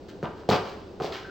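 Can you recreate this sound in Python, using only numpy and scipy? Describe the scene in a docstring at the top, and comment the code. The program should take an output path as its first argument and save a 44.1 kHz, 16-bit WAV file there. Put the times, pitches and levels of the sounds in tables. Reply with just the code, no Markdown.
"""Trainers land on a concrete patio three times as someone plays footbag: a light hop, a hard
two-footed landing and a hollow-sounding step. Each sole slaps out air, thuds, rings and ticks.
The soles also scuff over grit and chirp as a foot turns; single grains or the bag's filling click.
A house wall and a wooden fence throw back short echoes over a low outdoor hum,
and a small microphone picks it all up."""
import sys
import numpy as np
from scipy import signal
from scipy.fft import rfft, irfft
from scipy.io import wavfile

SR = 44100
rng = np.random.default_rng(int(sys.argv[2]) if len(sys.argv) > 2 else 0)


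def int16_out(signal):
    """Quantize to a 16-bit WAV file."""
    q = np.round(np.clip(np.atleast_2d(signal).T, -1, 1) * 32767)
    wavfile.write(sys.argv[1], SR, q.astype(np.int16))


N = 57330   # 1.3 seconds
OPPOSITE = np.array([[1], [-1]])   # adds a sound on the left and subtracts it on the right, for width


def from_db(db):
    """Turn decibels (dB) into a number to multiply by."""
    return 10 ** (np.asarray(db) / 20)


def rms_one(x):
    """Scale a sound so that its average strength (rms) is 1."""
    return x / np.sqrt(np.mean(x ** 2) + 1e-20)


def since(start):
    """Seconds since a moment, zero before it."""
    return np.maximum(np.arange(N) / SR - start, 0)


def ring(start, hz, fade_s):
    """A sharp blow: a tone starts at once and falls by 60 dB in fade_s seconds."""
    t = since(start)
    return np.sin(2 * np.pi * hz * t) * from_db(-60 * np.minimum(t / fade_s, 5))


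def soft_ring(start, hz, swell_s):
    """A cushioned blow: a tone swells for swell_s seconds, then dies away."""
    t = since(start)
    return np.sin(2 * np.pi * hz * t) * t / swell_s * np.exp(1 - np.minimum(t / swell_s, 60))


def colour(x, points):
    """Turn low and high pitches up or down along a curve through (Hz, dB) points."""
    hz, db = np.transpose(points)
    all_hz = np.maximum(np.arange(N + 1) * SR / (2 * N), 1)
    gain = from_db(np.interp(np.log(all_hz), np.log(hz), db))
    return irfft(rfft(x, 2 * N) * gain)[..., :N]


def butter(x, hz, kind, order=2):
    """Keep the "low" part of a sound, its "high" part or a "band" between two pitches."""
    sections = signal.butter(order, np.clip(hz, 10, SR / 2 - 100), kind, fs=SR, output="sos")
    return signal.sosfilt(sections, x + 1e-18)


def stereo_noise(points):
    """Shaped noise; its width is how strong the left-right difference is next to the shared part."""
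    hz, db, width_db = np.transpose(points)
    shared, side = rng.standard_normal((2, N))
    return colour(shared, np.c_[hz, db]) + colour(side, np.c_[hz, db + width_db]) * OPPOSITE


def outdoor_hum():
    """Distant traffic and air blend into a low, steady noise."""
    # Each row: pitch in Hz, relative level in dB, width in dB.
    hum_shape = [(25, 5.5, -3), (45, -6.5, -15.5), (66.4, 1, -14), (140, -10, -12.5), (191, -4, -11.5),
                 (231, -8, -13.5), (370, -2, -16), (674, -15, -7.5), (1180, -27, -5), (2200, -31.5, -6),
                 (8000, -33, -6.5)]
    return from_db(-43) * rms_one(stereo_noise(hum_shape))


def yard(x):
    """The direct sound, three faint echoes, quick scatter from the yard and a slow tail from far off."""
    # Echoes from ground, house wall and fence. Each row: delay in seconds, level in dB.
    bounces = [(.0055, -27.5), (0.022, -16), (0.04, -26)]
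    # Sound scattered in the yard. Each row: pitch in Hz, relative level in dB, width in dB.
    near_shape = [(80.5, -8.5, -21.5), (170, -7.5, -14), (290, -6.5, -4.5), (480, -4, -14.5),
                  (640, -7, -10), (1000, -2.5, -12.5), (1500, -3, -6), (3100, -7.5, -8.5),
                  (8000, -10.5, -1)]
    # The neighbourhood's later answer. Each row: pitch in Hz, relative level in dB, width in dB.
    far_shape = [(80, -19.5, -15), (171, -17, -14), (255, -14.5, -9), (385, -10, -11.5), (620, -17, -4),
                 (940, -13, -7), (1500, -13, -4.5), (3570, -17, -10), (8000, -15, -7)]
    near_rise_s, near_fade_s = 0.0084, 0.32   # a fade is the time to fall by 60 dB
    far_rise_s, far_fade_s = 0.036, 0.89
    time = np.arange(N) / SR
    echoes = sum(from_db(db) * np.interp(time - delay, time, x, left=0) for delay, db in bounces)
    t = since(0.0068)
    near = np.minimum(t / near_rise_s, 1) * from_db(-60 * t / near_fade_s)
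    far = np.minimum(t / far_rise_s, 1) * from_db(-60 * t / far_fade_s)
    tail = (stereo_noise(near_shape) * near + stereo_noise(far_shape) * far) / np.sqrt(np.sum(near ** 2))
    return x + echoes + signal.fftconvolve(x[None], tail, axes=1)[:, :N]


def rubber_chirps():
    """As the foot turns, rubber sticks and slips unevenly for a few milliseconds."""
    # Each row: loudest moment in seconds, level in dB, pitch in Hz, half the length in seconds.
    chirps = [(1.254, -41, 1550, 0.0072), (1.296, -45, 1426, 0.006)]
    wobble_hz = 118.7
    t, out = np.arange(N) / SR, np.zeros(N)
    for middle, db, hz, half_length in chirps:
        pitch = hz + wobble_hz * rms_one(butter(rng.standard_normal(N), 293, "low"))
        swell = np.exp(-((t - middle) / half_length) ** 2)
        out += from_db(db) * swell * np.sin(2 * np.pi * np.cumsum(pitch) / SR)
    return out


def sharp_clicks():
    """Single grains of grit crack, or the footbag's filling clicks."""
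    # Each row: start in seconds, level in dB, pitch in Hz.
    clicks = [(0.2287, -24.5, 1500), (0.2557, -28, 2900), (0.4350, -34.5, 1405), (0.5009, -13, 4300),
              (0.5681, -23.5, 1200), (1.1248, -25, 3500), (1.1495, -27, 3280), (1.1572, -26, 3040)]
    return sum(from_db(db) * ring(start, hz, fade_s=0.0036) for start, db, hz in clicks)


def scuffs():
    """A sole rolls and slides over many grains of uneven size, with a dull rasp of rubber."""
    # Each row: start, hold and release in seconds, grit level in dB, grit's upper edge in Hz,
    # rasp level in dB, rasp pitch in Hz.
    slides = [ (0.082, 0.015, 0.019, -50, 7700, -64.5, 1100), (0.237, 0.025, 0.012, -49, 2800, -36.5, 663),
              (0.358, 0.057, .015, -61, 7000, -60, 1006), (0.488, 0.016, 0.03, -32.5, 7600, -29.5, 483),
              (0.514, 0.046, 0.011, -31.5, 4330, -31.5, 740), (0.651, 0.042, 0.05, -49.5, 4970, -51, 923),
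              (1, 0.012, 0.0025, -51, 7000, -33, 545), (1.018, 0.047, 0.022, -41.5, 6500, -45.5, 554),
              (1.074, 0.053, 0.0053, -52.5, 6000, -41.5, 450),
              (1.121, 0.027, 0.059, -41, 4800, -47.5, 1390)]
    grains_per_s, size_spread_db = 6000, 4
    rise_s, grit_low_hz, rasp_octaves = 0.0016, 870, 1.38
    out = np.zeros(N)
    for start, hold, release, grit_db, edge_hz, rasp_db, rasp_hz in slides:
        sizes = from_db(size_spread_db * np.minimum(rng.exponential(1, N), 4)) * rng.choice([-1, 1], N)
        grains = sizes * (rng.random(N) < grains_per_s / SR)
        grit = rms_one(butter(butter(grains, edge_hz, "low"), grit_low_hz, "high", order=1))
        rasp_band_hz = rasp_hz * 2 ** (rasp_octaves * np.array([-.5, .5]))
        rasp = rms_one(butter(rng.standard_normal(N), rasp_band_hz, "band"))
        t = since(start)
        loudness = np.minimum(t / rise_s, 1) * np.exp(-np.maximum(t - hold, 0) / release)
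        out += loudness * (from_db(grit_db) * grit + from_db(rasp_db) * rasp)
    return out


def landings():
    """A sole meets concrete: a slap of air from under it, a low thud, the shoe's hollow ring, a tick; a few
    brighter returns of such blows come back from the house wall."""
    # Each row: start in seconds, slap level in dB, slap pitch in Hz, then the levels of the thud, the hollow
    # ring and the tick in dB. The rows at 0.247 s and 0.512 s are returns from the house wall.
    contacts = [ (0.2285, -26, 450, -31.5, -30, -35.5), (0.2340, -26.5, 450, -23.5, -41, -30),
                (0.2470, -28, 1000, -35, -53, -36.5), (0.4903, -10, 515, -15, -23, -24.5),
                (0.494, -33, 480, -22, -17.5, -21.5), (0.512, -12, 1000, -18, -27, -21.5),
                (0.5220, -17.5, 353, -23.5, -24.5, -37.5), (0.5315, -43.5, 526, -17.5, -26, -44.5),
                (1.0010, -20.5, 690, -36, -25, -40), (1.0140, -42.5, 570, -27, -22.5, -39),
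                (1.045, -21, 589, -39, -33, -54), (1.1027, -40, 480, -38, -49, -39)]
    slap_swell_cycles, tick_decay_s = 0.32, 0.0018
    out = np.zeros(N)
    for start, slap_db, slap_hz, thud_db, hollow_db, tick_db in contacts:
        out += from_db(slap_db) * soft_ring(start, slap_hz, swell_s=slap_swell_cycles / slap_hz)
        out += from_db(thud_db) * soft_ring(start, hz=169.5, swell_s=0.0021)
        out += from_db(hollow_db) * soft_ring(start, hz=422.3, swell_s=0.0027)
        t = since(start)
        tick = .5 * rng.standard_normal(N) * (t > 0) * np.exp(-t / tick_decay_s)
        out += from_db(tick_db) * tick
    return butter(out, 84, "high")   # a shoe is too small to give off deep bass


def scene():
    """Footwork in the yard over the outdoor hum; the grit sounds a little different left and right."""
    hum = outdoor_hum()
    scuff_width = from_db(-11.5) * scuffs() * OPPOSITE
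    footwork = landings() + scuffs() + sharp_clicks() + rubber_chirps()
    return yard(footwork) + scuff_width + hum


def record(dry):
    """A small microphone feeds a half-rate recorder, which mirrors its treble faintly higher up."""
    # The microphone's tone. Each row: pitch in Hz, boost or cut in dB.
    mic_tone = [(100, 2), (1000, 4), (1500, 3), (2000, 0), (3000, 1.5), (4700, 1), (5600, -4),
                (8300, -12.5)]
    bass_edge_hz, treble_edge_hz, cutoff_hz = 61, 8600, 16000
    x = butter(colour(dry, mic_tone), bass_edge_hz, "high")
    x = signal.sosfilt(signal.ellip(10, .3, 70, treble_edge_hz, fs=SR, output="sos"), x)
    mirrored = x * (-1) ** np.arange(N)   # flipping every other sample swaps low and high pitches
    x = x + from_db(-5.5) * mirrored
    return signal.sosfilt(signal.ellip(12, .3, 80, cutoff_hz, fs=SR, output="sos"), x)


dry = scene()
out = record(dry)
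int16_out(out)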